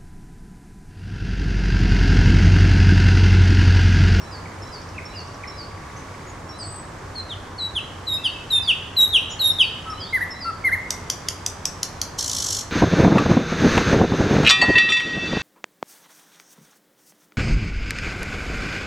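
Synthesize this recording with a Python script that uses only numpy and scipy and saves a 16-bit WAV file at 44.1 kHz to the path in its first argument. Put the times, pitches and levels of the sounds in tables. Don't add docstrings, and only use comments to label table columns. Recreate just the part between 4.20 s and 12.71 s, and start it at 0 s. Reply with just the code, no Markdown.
import sys
import numpy as np
from scipy import signal
from scipy.fft import rfft, irfft, next_fast_len
from scipy.io import wavfile
from scipy.ndimage import uniform_filter1d

SR = 44100
rng = np.random.default_rng(int(sys.argv[2]) if len(sys.argv) > 2 else 0)


def persist_wave(psi):
    counts = np.round(np.clip(psi, -1, 1) * 32767).astype(np.int16)
    wavfile.write(sys.argv[1], SR, np.atleast_2d(counts).T)


N = 375291
CUT_HZ = 15900


def amp(db):
    return 10 ** (np.asarray(db) / 20)


def unit(x):
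    return x / np.sqrt(np.mean(x ** 2) + 1e-20)


def read(points, hz):
    f, value = np.transpose(points)
    return np.interp(np.log(hz + 1), np.log(f + 1), value)


def add(mix, s, sound):
    part = mix[max(round(s * SR), 0):][:len(sound)]
    part += sound[:len(part)]


def wander(n, hz):
    size = next_fast_len(n + SR // 4)
    f = np.fft.rfftfreq(size, 1 / SR)
    spectrum = rfft(rng.standard_normal(size)) * np.exp(-(f / hz) ** 2)
    return unit(irfft(spectrum))[:n]


def colour(x, points):
    gain_db = read(points, abs(np.fft.fftfreq(2048, 1 / SR)))
    response = np.exp(np.conj(signal.hilbert(np.log(amp(gain_db)))))
    return signal.oaconvolve(x, np.fft.ifft(response).real[:SR // 100])


def stereo_noise(spectrum):
    # [f/Hz, correlation]
    likeness = [(60, 1), (130, 0.97), (290, 0.89), (640, 0.59), (1410, 0.61), (3100, 0.49), (7000, 0.37),
                (15000, 0.54)]
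    # [f/Hz, level/dB]
    balance = [(120, 0), (400, -0.7), (1200, -1.8), (4400, -1.2), (8000, 0)]
    hz = np.fft.rfftfreq(N, 1 / SR)
    same = read(likeness, hz)
    lean = amp(read(balance, hz) * np.array([[.5], [-.5]]))
    a, b = rng.standard_normal((2, len(hz))) + 1j * rng.standard_normal((2, len(hz)))
    both = np.array([a, same * a + np.sqrt(1 - same ** 2) * b])
    return unit(irfft(both * lean * amp(read(spectrum, hz)), N))


def distant_rumble(level_db=-37.5, swell_db=0.31, swell_hz=0.94):
    # [f/Hz, level/dB]
    rumble_colour = [(12, -34), (20, -12.5), (87, -2), (103, -5), (119, -6), (157, -7.5), (193, -11),
                     (237, -10), (454, -12), (489, -12), (671, -13.5), (904, -12), (1110, -11),
                     (1220, -13.5), (1700, -22), (2210, -29.5), (3740, -120)]
    return amp(level_db + swell_db * wander(N, swell_hz)) * stereo_noise(rumble_colour)


def leaf_hiss(level_db=-46, swell_db=0.53, swell_hz=2):
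    # [f/Hz, level/dB]
    leaf_colour = [(1000, -10), (1600, 2.5), (2200, -2), (3000, -7), (4200, -9), (5800, -8.5), (7500, -12),
                   (10000, -19.5), (12500, -27), (15000, -33), (16000, -37)]
    return amp(level_db + swell_db * wander(N, swell_hz)) * stereo_noise(leaf_colour)


def engine_drones():
    # [f/Hz, drift rate of the strengths/Hz, level/dB]
    engines = [(94.6, 7.1, -45), (168, 8.1, -54.5)]
    t = np.arange(N) / SR
    out = np.zeros(N)
    for hz, drift_hz, db in engines:
        in_phase = wander(N, drift_hz) * np.cos(2 * np.pi * hz * t)
        quadrature = wander(N, drift_hz) * np.sin(2 * np.pi * hz * t)
        out += amp(db) * (in_phase + quadrature)
    return out


def faint_tone(hz=1140, drift_hz=4, level_db=-44.5):
    phase = 2 * np.pi * np.cumsum(hz + drift_hz * wander(N, 13)) / SR
    fade = np.interp(np.arange(N) / SR, [.95, 1.15, 1.85, 2.1], [0, 1, 1, 0])
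    return amp(level_db) * np.sin(phase) * fade


def background():
    return distant_rumble() + leaf_hiss() + engine_drones() + faint_tone()


def wood(x, leaves_db, trunks_db, leaves_t60=0.19, build_s=0.018):
    # [f/Hz, T60/s]
    trunk_decay = [(1200, 0.98), (2500, 0.82), (5000, 0.64), (8000, 0.55), (13000, 0.37)]
    slot = SR // 4000
    starts = np.arange(slot * 6, SR - slot, slot)
    shape = (2, len(starts))
    taps = np.zeros((2, SR))
    np.put_along_axis(taps, starts + rng.integers(0, slot, shape), rng.standard_normal(shape), 1)
    taps = taps + 0.3 * taps[::-1]
    t = np.arange(SR) / SR
    leaves = taps * amp(-60 * t / leaves_t60)
    hz, frame_s, bands = signal.stft(taps[:, ::-1], SR, nperseg=256)
    decay = amp(-60 * frame_s / read(trunk_decay, hz)[:, None])
    trunks = signal.istft(bands * decay, SR, nperseg=256)[1][:, :SR]
    trunks = trunks * (1 - np.exp(-t / build_s))
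    echo = (amp(leaves_db) * unit(leaves) + amp(trunks_db) * unit(trunks)) / np.sqrt(SR)
    beam_db = read([(2000, 1.9), (6000, 0.5), (12000, 0.5)], np.fft.rfftfreq(SR, 1 / SR))
    echo = irfft(rfft(echo) * amp(beam_db))
    return x + signal.fftconvolve(x[None], echo, axes=1)[:, :N]


def whistle(note, edge_db, jitter=0.006, fade_s=0.0053, press=0.32, register_hz=2350):
    # [f/Hz, level/dB]
    windpipe = [(2500, -18), (4200, -24.5), (6300, -27), (7600, -22.5), (8800, -20.5), (10400, -9.5),
                (11500, -15.5), (12800, -22.5), (14500, -29), (16000, -35)]
    # [level/dB]
    high_voice = [-3, -1.5, -17.5, -12, -10, -24, -30]
    low_voice = [-5, 0, -10, -5.5, 3, -6, -5]
    s, hz, db = np.transpose(note)
    s = np.maximum.accumulate(s)
    t = np.arange(s[0], s[-1] + fade_s / 2, 1 / SR)
    glide = uniform_filter1d(np.interp(t, s, hz), size=400, mode="nearest")
    unsteadiness = jitter * (0.14 + 3 * np.ptp(np.log(hz)))
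    pitch = glide * (1 + unsteadiness * wander(len(t), 160))
    phase = 2 * np.pi * np.cumsum(pitch) / SR
    level = np.interp(t, s, amp(db))
    tone = np.sin(phase)
    if edge_db is not None:
        voice = high_voice if hz.mean() > register_hz else low_voice
        pressure = (level / level.max()) ** press
        for k, source_db in enumerate(voice, 2):
            overtone_db = edge_db * (k > 2) + source_db + read(windpipe, k * pitch)
            in_band = k * pitch < CUT_HZ
            tone += amp(overtone_db) * pressure * in_band * np.sin(k * phase)
    to_edge = np.minimum(t - t[0], t[-1] - t)
    fade = np.sin(np.pi / 2 * np.clip(to_edge / fade_s, 0, 1)) ** 2
    return s[0], tone * fade * level


def course(length, count=48):
    u = np.linspace(0, 1, count)
    return u * length, u


def swell(u, peak, start_db, end_db):
    rise = start_db * (1 - u / peak) ** 2
    fall = end_db * ((u - peak) / (1 - peak)) ** 2
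    return np.where(u < peak, rise, fall)


def slide(s, length, first_hz, last_hz, db, shape, bend=1.35):
    t, u = course(length)
    return np.c_[s + t, first_hz + (last_hz - first_hz) * u ** bend, db + swell(u, *shape)]


def motif_bird():
    # [t/s, pip f/Hz, pip level/dB, level of the rest/dB]
    calls = [(.01, 5460, -44.5, -41), (0.417, 5320, -40.5, -39.5), (.85, 5400, -38, -37),
             (1.272, 5340, -35, -37.5), (2.288, 5470, -38.5, -35), (3.935, 5050, -39, -38),
             (4.322, 5330, -45, -36), (5.308, 5340, -39, -35), (5.696, 5360, -36.5, -34),
             (6.103, 5300, -34, -33.5)]
    # [t after call start/s, length/s, first f/Hz, last f/Hz,
    # level against the rest/dB, loudest at this share of the part]
    motif = [(0.02, 0.094, 3900, 4090, -13.5, 0.47), (0.097, 0.05, 5140, 4430, 3, 0.75),
             (0.146, 0.036, 4430, 4470, -5.5, 0.18)]
    pip_s, pip_lift = 0.039, 0.019
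    out = np.zeros(N)
    for s, pip_hz, pip_db, db in calls:
        pip = slide(s, pip_s, pip_hz, pip_hz * (1 + pip_lift), pip_db, (0.23, -3, -14))
        add(out, *whistle(pip, None))
        for after, length, first_hz, last_hz, part_db, peak in motif:
            part = slide(s + after, length, first_hz, last_hz, db + part_db, (peak, -14, -5))
            add(out, *whistle(part, None))
    return out


def far_chirps():
    # [t/s, length/s, first f/Hz, last f/Hz, level at the middle/dB]
    chirps = [(0.253, 0.017, 2600, 1770, -35), (0.743, 0.036, 2820, 2490, -45),
              (0.777, 0.019, 2736, 1730, -28), (0.933, 0.047, 2930, 2610, -42.5),
              (0.985, 0.032, 2990, 2580, -45), (1.233, 0.017, 2590, 1744, -29.5),
              (1.76, 0.028, 5650, 6900, -42.5), (1.783, .028, 6300, 5970, -48),
              (2.066, 0.052, 6740, 6670, -46), (3.973, 0.092, 2620, 2730, -38.5),
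              (4.135, 0.055, 2700, 2580, -35.5), (4.353, 0.037, 2660, 2560, -34.5),
              (4.804, 0.02, 5320, 7000, -30.5), (4.963, 0.045, 6100, 5460, -43),
              (5.094, 0.041, 6300, 5050, -36.5), (5.102, 0.046, 6920, 6940, -35),
              (5.24, .045, 6100, 5300, -38), (5.772, 0.11, 3010, 3590, -37), (5.85, 0.095, 3330, 4170, -42),
              (7.066, 0.059, 3600, 2760, -42)]
    out = np.zeros(N)
    for s, length, first_hz, last_hz, db in chirps:
        start = (s, first_hz, db - 4)
        middle = (s + length / 2, (first_hz + last_hz) / 2, db)
        end = (s + length, last_hz, db - 17.0)
        add(out, *whistle([start, middle, end], None, jitter=0.027))
    return out


def far_ticks():
    # [first t/s, spacing/s, run ends before t/s, central f/Hz, level/dB]
    runs = [(.47, .072, .7, 5600, -41.5), (1.0, 0.07, 1.16, 5730, -41), (1.51, .062, 2.09, 2200, -41)]
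    out = np.zeros(N)
    for first, apart, last, hz, db in runs:
        for s in np.arange(first, last, apart):
            tick = [(s, hz * 1.2, db), (s + 0.0082, hz * 0.843, db)]
            add(out, *whistle(tick, None))
    return out


def far_birds():
    return motif_bird() + far_chirps() + far_ticks()


def airflow(t, attack_s, flutter_db=1.07, flutter_hz=60):
    attack_db = 20 * np.log10(np.clip(t / attack_s, .1, 1))
    return attack_db + flutter_db * wander(SR // 2, flutter_hz)[(t * SR).astype(int)]


def held_note(s, length, hz, scoop, db, droop, shape):
    scoop_s, scoop_curve = .02, 1.49
    waver, waver_hz = 0.0041, 22
    droop_s, droop_curve = 0.01308, 1.38
    t, u = course(length)
    settle = 1 + scoop * np.exp(-(t / scoop_s) ** scoop_curve)
    wavering = 1 + waver * wander(SR // 2, waver_hz)[(t * SR).astype(int)]
    sag = 1 - droop * np.exp(-((length - t) / droop_s) ** droop_curve)
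    level_db = db + airflow(t, attack_s=.013) + swell(u, *shape)
    return np.c_[s + t, hz * settle * wavering * sag, level_db]


def whistles():
    # [t/s, length/s, held f/Hz, starts higher by this share, level/dB,
    # edge = strength of harmonics 3 and up/dB]
    notes = [(2.378, .25, 8050, 0.16, -37, -30), (2.947, 0.072, 4176, 0.091, -28.5, -20),
             (3.377, 0.11, 3920, 0.17, -23.5, -20), (3.865, 0.11, 3764, 0.11, -18, -7.5),
             (4.299, 0.099, 3632, 0.13, -13.5, -3), (4.762, 0.1, 3810, 0.11, -9, -1),
             (5.189, .131, 3748, 0.18, -12, 0)]
    out = np.zeros(N)
    for s, length, hz, scoop, db, edge_db in notes:
        note = held_note(s, length, hz, scoop, db, droop=0.03, shape=(0.71, -8.5, -13.5))
        add(out, *whistle(note, edge_db))
    return out


def downslur(s, length, first_hz, db, fall_hz_per_s=23400):
    t, u = course(length)
    level_db = db + airflow(t, attack_s=0.0063) + swell(u, 0.58, -17, -16.5)
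    return np.c_[s + t, first_hz - fall_hz_per_s * t, level_db]


def downslurs():
    # [t/s, length/s, first f/Hz, level/dB, edge/dB]
    slurs = [(3.086, 0.058, 4160, -27.5, -16), (3.546, 0.054, 3780, -19.5, -6),
             (4.034, 0.052, 3726, -16.5, -4.5), (4.469, .056, 3744, -11, -9),
             (4.924, 0.062, 3894, -9.7, -5.5), (5.381, 0.061, 3790, -11, -7)]
    out = np.zeros(N)
    for s, length, hz, db, edge_db in slurs:
        add(out, *whistle(downslur(s, length, hz, db), edge_db))
    return out


def hoots():
    # [t/s, length/s, f/Hz, level/dB, edge/dB]
    low_notes = [(5.654, .09, 1294, -29, -15), (6.241, .069, 1360, -23.5, -18.5)]
    out = np.zeros(N)
    for s, length, hz, db, edge_db in low_notes:
        note = held_note(s, length, hz, 0, db, droop=0.084, shape=(0.79, -5, -4))
        add(out, *whistle(note, edge_db))
    return out


def flick(s, top_hz, db, length=.046, arch=.27, peak=0.55):
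    t, u = course(length)
    pitch = top_hz * (1 - arch * abs(u / peak - 1) ** 1.5)
    return np.c_[s + t, pitch, db + swell(u, peak, -16, -15)]


def flute_figures(length=.064, scoop=0.0544, dive=0.333, edge_db=-11.5):
    # [t/s, f/Hz, level/dB, flick t after start/s, flick top f/Hz, flick level/dB]
    figures = [(5.924, 2050, -16, .077, 2014, -18), (6.437, 2090, -14.5, .074, 2155, -14)]
    out = np.zeros(N)
    for s, hz, db, after, flick_hz, flick_db in figures:
        note = held_note(s, length, hz, scoop, db, dive, shape=(0.48, -5, -16))
        add(out, *whistle(note, edge_db))
        add(out, *whistle(flick(s + after, flick_hz, flick_db), edge_db))
    return out


def click(s, db, modes, length=.0046, slap_hz=1500, air=0.65, ring_db=-3.5, damping_hz=650):
    # [f/Hz, level/dB]
    snap = [(1000, -37), (1800, -18.5), (2700, -14), (4000, -10.5), (6000, 0), (8000, -16), (9500, -14.5),
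            (11000, -17.5), (12500, -16), (13500, -37), (16000, -50)]
    n = int(length * SR)
    turns = np.cumsum(slap_hz * np.exp(.4 * wander(n, 1200))) / SR
    slaps = np.diff(np.floor(turns), prepend=-1)
    burst = np.sin(np.pi * np.linspace(.15, 1, n) ** 0.95) ** 2
    drive = (unit(slaps) + air * rng.standard_normal(n)) * burst
    f = np.linspace(0, SR / 2, SR // 100)
    top_db = max(mode[2] for mode in modes)
    power = amp(read(snap, f)) ** 2
    for hz, width, mode_db in modes:
        detune = 2 * (f - hz) / (width + damping_hz)
        power += amp(ring_db + mode_db - top_db) ** 2 / (1 + detune ** 2) ** 2
    sound = colour(drive, np.c_[f, 10 * np.log10(power)])
    return s, amp(db) * sound * np.sqrt(n / np.sum(sound ** 2))


def clicks():
    # [t/s, level/dB, low, middle and high throat resonance f/Hz]
    snaps = [(6.7051, -17.5, 4640, 6000, 7900), (6.8996, -16, 4700, 5300, 7000),
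             (7.0851, -17.5, 4570, 5630, 7100), (7.2623, -17, 5500, 6220, 7760),
             (7.454, -16, 5400, 6100, 7760), (7.63, -17, 4460, 5500, 7000),
             (7.815, -17.5, 4530, 5500, 5990)]
    # [width before damping is added/Hz, relative level/dB]
    throat = [(260, 0), (280, -1.5), (280, -6)]
    out = np.zeros(N)
    for s, db, *resonances in snaps:
        modes = [(hz, *mode) for hz, mode in zip(resonances, throat)]
        add(out, *click(s, db, modes))
    return out


def puffs(count=23):
    start_s, slows_s = 7.9925, 8.2
    quick_gap_s, slow_gap_s = .01765, .0207
    s = start_s + quick_gap_s * np.arange(count)
    s = s + np.maximum(s - slows_s, 0) * (slow_gap_s / quick_gap_s - 1)
    width = np.interp(s - slows_s, [-.06, 0], [0.0027, 0.0039])
    db = -22.5 + 1.2 * rng.standard_normal(count)
    width[0], db[0], db[-1] = 0.0048, -20.5, -27.5
    return np.c_[s, db, width]


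def rattle(purr=0.37, purr_hz=1100, sustain_db=-42, low_hz=2960):
    # [f/Hz, level/dB]
    rasp_colour = [(1710, -38), (2900, -11), (3110, -8.5), (3890, -11), (4290, -4.5), (4910, -12),
                   (5380, 0.5), (5690, 1), (7800, -7), (8480, -16), (9550, -12.5), (11100, -17),
                   (13600, -26), (14700, -39), (15500, -47)]
    beat = puffs()
    t = np.arange(beat[0, 0] - .02, beat[-1, 0] + .02, 1 / SR)
    power = amp(sustain_db) ** 2 * signal.windows.tukey(len(t), .06)
    for s, db, width in beat:
        power += amp(db) ** 2 * np.exp(-((t - s) / width) ** 2)
    turns = np.cumsum(purr_hz * np.exp(0.25 * wander(len(t), 530))) / SR
    drive = rng.standard_normal(len(t)) * (1 + purr * np.cos(2 * np.pi * turns))
    rasp = colour(drive, rasp_colour)[:len(t)]
    rasp = rasp / np.sqrt(uniform_filter1d(rasp ** 2, size=220) + 1e-12)
    low_cut = signal.butter(N=10, Wn=low_hz, btype="high", fs=SR, output="sos")
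    return t[0], signal.sosfilt(low_cut, np.sqrt(power) * rasp)


def nightingale():
    out = whistles() + downslurs() + hoots() + flute_figures() + clicks()
    add(out, *rattle())
    return out


def scene():
    near = wood(nightingale(), leaves_db=-6.5, trunks_db=-14.5)
    far = wood(far_birds(), leaves_db=-6.0, trunks_db=-7.5)
    return near + far + background()


def record(dry):
    low_pass = signal.firwin(511, CUT_HZ, window=("kaiser", 9), fs=SR)
    return signal.oaconvolve(dry, low_pass[None], "same")


dry = scene()
out = record(dry)
persist_wave(out)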